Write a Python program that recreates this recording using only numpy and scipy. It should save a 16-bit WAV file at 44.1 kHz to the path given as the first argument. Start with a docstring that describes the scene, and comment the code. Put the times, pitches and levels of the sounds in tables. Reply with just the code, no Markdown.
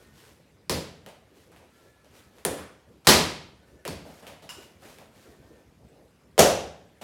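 """Dough slapped on a stone bench.

Lumps of dough are slapped, patted and stroked by hand on a stone benchtop in a tiled kitchen.
Each contact is a filtered-impulse smack, a resonant pop of trapped air and a modal thump in the bench,
with reflections and a noise tail. Floury hands swish and press in shaped noise over a quiet noise hum
and faint sine tones; one thin tick is a sum of decaying sines. The loudest peaks clip."""
import sys
import numpy as np
from scipy import signal
from scipy.fft import rfft, irfft, next_fast_len
from scipy.io import wavfile
from scipy.ndimage import uniform_filter1d, map_coordinates

SR = 44100
rng = np.random.default_rng(int(sys.argv[2]) if len(sys.argv) > 2 else 0)


def attenuation_scalar(level_db):
    """Turn a level in dB into a linear amplitude multiplier (20 dB per decade)."""
    decades = np.asarray(level_db, float) / 20
    return 10 ** decades


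def transcribe(u):
    """Save the signal u as a 16-bit wav file named by the first command-line argument.

    u: samples, shape (n,) or (channels, n), limited to [-1, 1]; the rate is SR.
    q: integer samples, one column per channel.
    """
    v = np.clip(np.atleast_2d(u).T, -1, 1)
    q = np.round(v * 32767).astype(np.int16)
    wavfile.write(sys.argv[1], SR, q)


N = 310287


def unit(x):
    """Scale to rms 1."""
    return x / np.sqrt(np.mean(x ** 2) + 1e-20)


def along(points, hz):
    """Interpolate (Hz, value) points on a log frequency axis."""
    point_hz, value = np.transpose(points)
    return np.interp(np.log(hz + 1), np.log(point_hz + 1), value)


def filtered(x, response):
    """Multiply the spectrum of x by a complex response of frequency."""
    size = next_fast_len(len(x) + 8192)
    spectrum = rfft(x, size) * response(np.fft.rfftfreq(size, 1 / SR))
    return irfft(spectrum, size)[:len(x)]


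def rush(spectrum, patchy_db):
    """Coloured noise of rms 1 whose gain varies in random time-frequency patches."""
    z = signal.stft(rng.standard_normal(N + 512), nperseg=512)[2]
    field = uniform_filter1d(rng.standard_normal(z.shape), 6, axis=0)
    field = uniform_filter1d(field, 8, axis=1)
    noise = signal.istft(z * attenuation_scalar(patchy_db * unit(field)), nperseg=512)[1][:N]
    return unit(filtered(noise, lambda hz: attenuation_scalar(along(spectrum, hz))))


# Swish spectrum. Each row: frequency in Hz, relative density in dB per Hz.
SWISH = [(410, -28.5), (700, -7), (1540, -3.5), (2370, -5), (3070, -6.5), (4610, -8.5), (10100, -13),
         (14000, -15.5), (16000, -23)]
# Pressing spectrum. Each row: frequency in Hz, relative density in dB per Hz.
PRESS = [(24, -42.5), (40, -9), (70, -0.5), (172, -3), (389, 4), (503, 2.5), (806, -8), (1500, -21.5),
         (1950, -45), (3300, -120)]
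# Strokes of floury hands over dough and stone.
# Each row: start in seconds, length in seconds, swish in dB rms, pressing in the bench in dB rms.
STROKES = [(0.0, 0.04, -62.5, -63), (0.175, 0.12, -58.5, -57.5), (1.372, .05, -64, -62.5),
           (1.53, 0.13, -72, -61.5), (1.75, 0.12, -66, -64), (2.16, 0.027, -57.5, -81),
           (2.366, 0.041, -63, -59), (2.923, 0.012, -76.5, -61), (3.674, .05, -69, -63),
           (4.08, .12, -58, -63), (4.6, .04, -56.5, -51), (4.852, 0.068, -54.5, -54.5),
           (4.984, 0.03, -63, -63.5), (5.166, 0.14, -61.5, -57), (5.419, 0.18, -69, -57.5),
           (5.849, 0.14, -75.5, -59.5)]
RISE_DB_PER_S, FALL_DB_PER_S = 231, 117.5
REST_SWISH_DB, REST_PRESS_DB = -75.5, -63.5  # hands idling on the dough between strokes


def hands():
    """Flour swishes in fine grains under the palms; kneading presses uneven low lumps into the bench."""
    start_s, length_s, swish_db, press_db = np.transpose(STROKES)[..., None]
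    now_s = np.arange(N) / SR
    rise_db = -RISE_DB_PER_S * np.maximum(start_s - now_s, 0)
    fall_db = -FALL_DB_PER_S * np.maximum(now_s - start_s - length_s, 0)

    def level(stroke_db, rest_db):
        power = np.sum(attenuation_scalar(stroke_db + rise_db + fall_db) ** 2, axis=0)
        return np.sqrt(power + attenuation_scalar(rest_db) ** 2)

    grain_db = 1.7 * uniform_filter1d(rng.standard_normal(N), 64) * np.sqrt(64)
    lump_db = 0.8 * map_coordinates(rng.standard_normal(200), [now_s * 25])
    swish = unit(attenuation_scalar(grain_db) * rush(SWISH, patchy_db=-0.5))
    press = unit(attenuation_scalar(lump_db) * rush(PRESS, patchy_db=3.5))
    return level(swish_db, REST_SWISH_DB) * swish + level(press_db, REST_PRESS_DB) * press


# Hum spectrum of the house. Each row: frequency in Hz, relative density in dB per Hz.
HUM = [(15, -58.5), (25, -46.5), (59, 1.5), (229, -3), (373, -16.5), (545, -16), (962, -20), (1100, -19.5),
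       (1480, -19.5), (2110, -20), (3250, -25), (12500, -34), (16000, -44.5)]


def hum():
    """Steady house hum: low-weighted noise with patchy gain."""
    hum_db_rms = -60.5
    return attenuation_scalar(hum_db_rms) * rush(HUM, patchy_db=3.0)


# Faint pairs of thin tones in the house.
# Each row: start in seconds, length in seconds, low tone in Hz, high tone in Hz, median level of each in dB rms.
TONES = [(0.0, .25, 1480, 1836, -74), (1.75, .27, 1357, 1720, -74.5), (2.2, .15, 1300, 1700, -78),
         (3.635, .17, 1494, 1763, -76), (5.198, 0.43, 1533, 1796, -78)]
TONE_FADE_S, TONE_WAVER_HZ, TONE_WAVER_DB = 0.074, 20.4, 3.8


def tones():
    """Sine pairs fade in and out and waver in pitch and level."""
    out, now_s = np.zeros(N), np.arange(N) / SR

    def waver():
        return map_coordinates(rng.standard_normal(400), [now_s * 50])

    for start_s, length_s, low_hz, high_hz, db in TONES:
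        inside_s = np.minimum(now_s - start_s, start_s + length_s - now_s)
        fade = np.clip(inside_s / TONE_FADE_S + 1, 0, 1)
        for hz in (low_hz, high_hz):
            level = attenuation_scalar(db + TONE_WAVER_DB * waver())
            cycles = np.cumsum(hz + TONE_WAVER_HZ * waver()) / SR
            out += fade * level * np.sqrt(2) * np.sin(2 * np.pi * cycles)
    return out


# Decay of the tiled kitchen. Each row: frequency in Hz, t60 in seconds.
KITCHEN = [(60, 0.76), (160, 0.59), (420, 0.54), (1100, 0.56), (3000, 0.57), (7700, 0.45), (14000, 0.34)]


def kitchen(x, build_s=0.0024, uneven_db=0.92):
    """A fresh noise tail of energy 1: builds up, is unevenly coloured by cupboards and tiles, decays per band."""
    hz, t_s, z = signal.stft(rng.standard_normal(SR), SR, nperseg=512, noverlap=384)
    colour_db = uneven_db * unit(uniform_filter1d(rng.standard_normal(len(hz)), size=3))
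    decay_db = -60 * t_s / along(KITCHEN, hz)[:, None]
    z = z * attenuation_scalar(colour_db[:, None] + decay_db)
    tail = signal.istft(z, SR, nperseg=512, noverlap=384)[1][:SR]
    tail *= 1 - np.exp(-np.arange(SR) / SR / build_s)
    return signal.fftconvolve(x, tail / np.linalg.norm(tail))


def causal(gain):
    """Minimum-phase response with this gain, by folding the cepstrum."""
    cepstrum = irfft(np.log(np.maximum(gain, 1e-6)))
    cepstrum[1:len(cepstrum) // 2] *= 2
    cepstrum[len(cepstrum) // 2 + 1:] = 0
    return np.exp(rfft(cepstrum))[:len(gain)]


def resonances(modes, hz):
    """Sum of second-order resonances (centre, width, dB) of alternating sign."""
    total = 0
    for k, (centre, width, db) in enumerate(modes):
        total = total + (-1) ** k * attenuation_scalar(db) * 1j * hz * width / (centre ** 2 - hz * hz + 1j * hz * width)
    return total


# Skin smack spectrum. 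Each row: frequency in Hz, relative density in dB per Hz.
SMACK = [(200, -27), (900, 0.5), (1500, -3.5), (3000, -6.5), (6000, -11), (11000, -11), (16000, -19)]
# Air under the lump. Each row: ratio to the pop pitch, width as a ratio to the pop pitch, relative level in dB.
POCKET = [(.72, 0.29, 1), (1, 0.29, 5.5), (1.35, 0.32, 0), (2.1, 0.74, -24.5)]
# Modes of slab and cabinets. Each row: frequency in Hz, width in Hz, relative level in dB.
BENCH = [(80.9, 18, -1.5), (163.6, 35, 3), (246, 62, 5), (291, 26, 7.5), (374.4, 34, -5.5)]


def contact(smack_db, peak_hz, width_hz, thump_db, pop_db, pop_hz):
    """Bright smack of the skin as one impulse; pop of escaping air and push of the mass on the bench."""
    t_s = np.arange(SR // 4) / SR

    def push(peak_s):
        return t_s / peak_s * np.exp(1 - t_s / peak_s)

    def smack_response(hz):
        detune = (hz ** 2 - peak_hz ** 2) / (hz * width_hz + 1)
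        peak = 1.5 * np.sqrt(2000 / width_hz) / np.sqrt(1 + detune ** 2)  # narrower is taller
        return causal(attenuation_scalar(along(SMACK, hz)) * (1 + peak))

    smack = filtered(1. * (t_s == 0), smack_response)
    pop = filtered(push(0.000083), lambda hz: resonances(POCKET, hz / pop_hz))
    thump = filtered(push(0.00073), lambda hz: resonances(BENCH, hz))
    smack *= attenuation_scalar(smack_db) / np.linalg.norm(smack)
    pop *= attenuation_scalar(pop_db) / np.abs(pop).max()
    thump *= attenuation_scalar(thump_db) / np.abs(thump).max()
    return smack, pop + thump


# Thrown lumps and full palms landing.
# Each row: time in seconds, smack in dB, direct crack in dB re smack, bright peak in Hz,
# air pop in dB peak, air pop in Hz, thump in dB peak.
SLAPS = [(.696, -18.5, 17.5, 4800, -24, 497, -27.5), (2.4506, -21, 25, 9600, -22.5, 540, -31.5),
         (2.577, -34.5, 8.5, 1475, -56, 484, -47.5), (3.0705, -4.5, 18.5, 4700, -14, 705, -16.5),
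         (3.085, -3, 8.5, 4540, -13.5, 412, -23), (3.852, -31, 18, 2530, -32.5, 536, -48),
         (3.878, -30.5, 21.5, 4660, -41, 470, -35), (6.379, -17, 14, 3130, -13, 612, -40.5),
         (6.3907, -6, 18, 5960, -7, 568, -18.5)]
SLAP_WIDTH_HZ = 1200  # breadth of the bright peak
# Light touches of palm and fingers.
# Each row: time in seconds, smack in dB, direct crack in dB re smack, bright peak in Hz, air pop in dB peak.
PATS = [(1.063, -42, 19, 2480, -42), (1.088, -50.5, 22.5, 3920, -69), (1.518, -49.5, 16, 1580, -55),
        (1.563, -49, 16.5, 1880, -62), (2.046, -54.5, 15, 3530, -55.5), (2.384, -53, 22, 2100, -72),
        (3.048, -39.5, 8, 4630, -52), (4.053, -48, 9.5, 1198, -41.5), (4.224, -43.5, 5, 1490, -44.5),
        (4.268, -36.5, 13.5, 2750, -42.5), (4.423, -44, 7, 3480, -46), (4.492, -34.5, 10.5, 6900, -60),
        (4.823, -46, 14, 1530, -46.5), (4.986, -46, 19, 1904, -45), (7.013, -34.5, 2, 2980, -37.5)]
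PAT_WIDTH_RATIO, PAT_THUMP_DB_RE_POP, PAT_POP_HZ = 0.7, -8, 620  # width re peak pitch


def contacts():
    """Slaps and pats as rows: s, smack dB, crack dB, peak Hz, width Hz, thump dB, pop dB, pop Hz."""
    rows = []
    for s, smack_db, crack_db, peak_hz, pop_db, pop_hz, thump_db in SLAPS:
        rows.append((s, smack_db, crack_db, peak_hz, SLAP_WIDTH_HZ, thump_db, pop_db, pop_hz))
    for s, smack_db, crack_db, peak_hz, pop_db in PATS:
        thump_db = pop_db + PAT_THUMP_DB_RE_POP
        rows.append((s, smack_db, crack_db, peak_hz, PAT_WIDTH_RATIO * peak_hz, thump_db, pop_db, PAT_POP_HZ))
    return rows


# Metal pot shaken by the bench. Each row: frequency in Hz, level in dB re smack, t60 in seconds.
POT = [(976, -23.5, 0.5), (1384, -35, 0.37)]
# First reflections. Each row: delay in seconds, level in dB re direct.
WALLS = [(.0023, -17), (.005, -19), (.009, -18), (0.013, -15.5)]


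def blows():
    """Every contact with its first reflections, its room tail and the faint ring of the pot."""
    room_smack_db, room_body_db = 21.5, 9.0
    out, t_s = np.zeros(N + 2 * SR), np.arange(SR) / SR
    pot = sum(attenuation_scalar(db - 60 * t_s / t60_s) * np.sin(2 * np.pi * hz * t_s) for hz, db, t60_s in POT)
    for start_s, smack_db, crack_db, *colour in contacts():
        smack, body = contact(smack_db, *colour)
        at = round(start_s * SR)
        wet = kitchen(attenuation_scalar(room_smack_db) * smack) + kitchen(attenuation_scalar(room_body_db) * body)
        wet[:SR] += attenuation_scalar(smack_db) * pot
        out[at:][:len(wet)] += wet
        # the skin lands in several tiny claps; a harder blow spreads them longer
        clap_t60_s = 0.004 + 0.083 * attenuation_scalar(smack_db)
        claps = attenuation_scalar(-60 * t_s[:300] / clap_t60_s) * rng.standard_normal(300)
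        claps *= rng.random(300) < 0.25
        claps[0] = 1.3
        crack = signal.fftconvolve(smack, claps / np.linalg.norm(claps))[:len(body)]
        hit = body + attenuation_scalar(crack_db) * crack
        out[at:][:len(hit)] += hit
        for delay_s, wall_db in WALLS:
            out[at + round(delay_s * SR):][:len(hit)] += attenuation_scalar(wall_db) * hit
    return out[:N]


# One thin tick on something small and hard: time in seconds, level in dB.
TICK = (4.492, -40)
# Its modes. Each row: frequency in Hz, level in dB re tick, t60 in seconds.
TICK_RING = [(1500, -14, 0.15), (2861, 3, 0.041), (2980, -6, 0.054), (5100, -0.5, 0.03), (5410, -2, 0.026),
             (7250, -3.5, 0.027)]


def tick():
    """Short decaying sine modes, heard directly and through the room."""
    start_s, tick_db = TICK
    room_db = 2.5
    out, t_s = np.zeros(N + 2 * SR), np.arange(SR // 2) / SR
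    ring = np.zeros(len(t_s))
    for hz, db, t60_s in TICK_RING:
        ring += attenuation_scalar(tick_db + db - 60 * t_s / t60_s) * np.sin(2 * np.pi * hz * t_s)
    wet = kitchen(attenuation_scalar(room_db) * ring)
    wet[:len(ring)] += ring
    out[round(start_s * SR):][:len(wet)] = wet
    return out[:N]


def scene():
    """Hands, blows and a tick over the hum and tones of the house, in mono."""
    return (hands() + hum() + tones() + blows() + tick())[None]


def band_limit(x):
    """A steep low-pass at the top of the band."""
    return signal.sosfilt(signal.butter(12, 16390, fs=SR, output="sos"), x)


def record(dry):
    """The small microphone loses the deepest bass; the loudest slaps overload its input and clip."""
    highpass = signal.butter(2, 38, "highpass", fs=SR, output="sos")
    bass_cut = signal.sosfilt(highpass, dry)
    clipped = bass_cut / (1 + np.abs(bass_cut / 1.05) ** 8) ** (1 / 8)  # ceiling 1.05
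    return band_limit(clipped)


dry = scene()
out = record(dry)
transcribe(out)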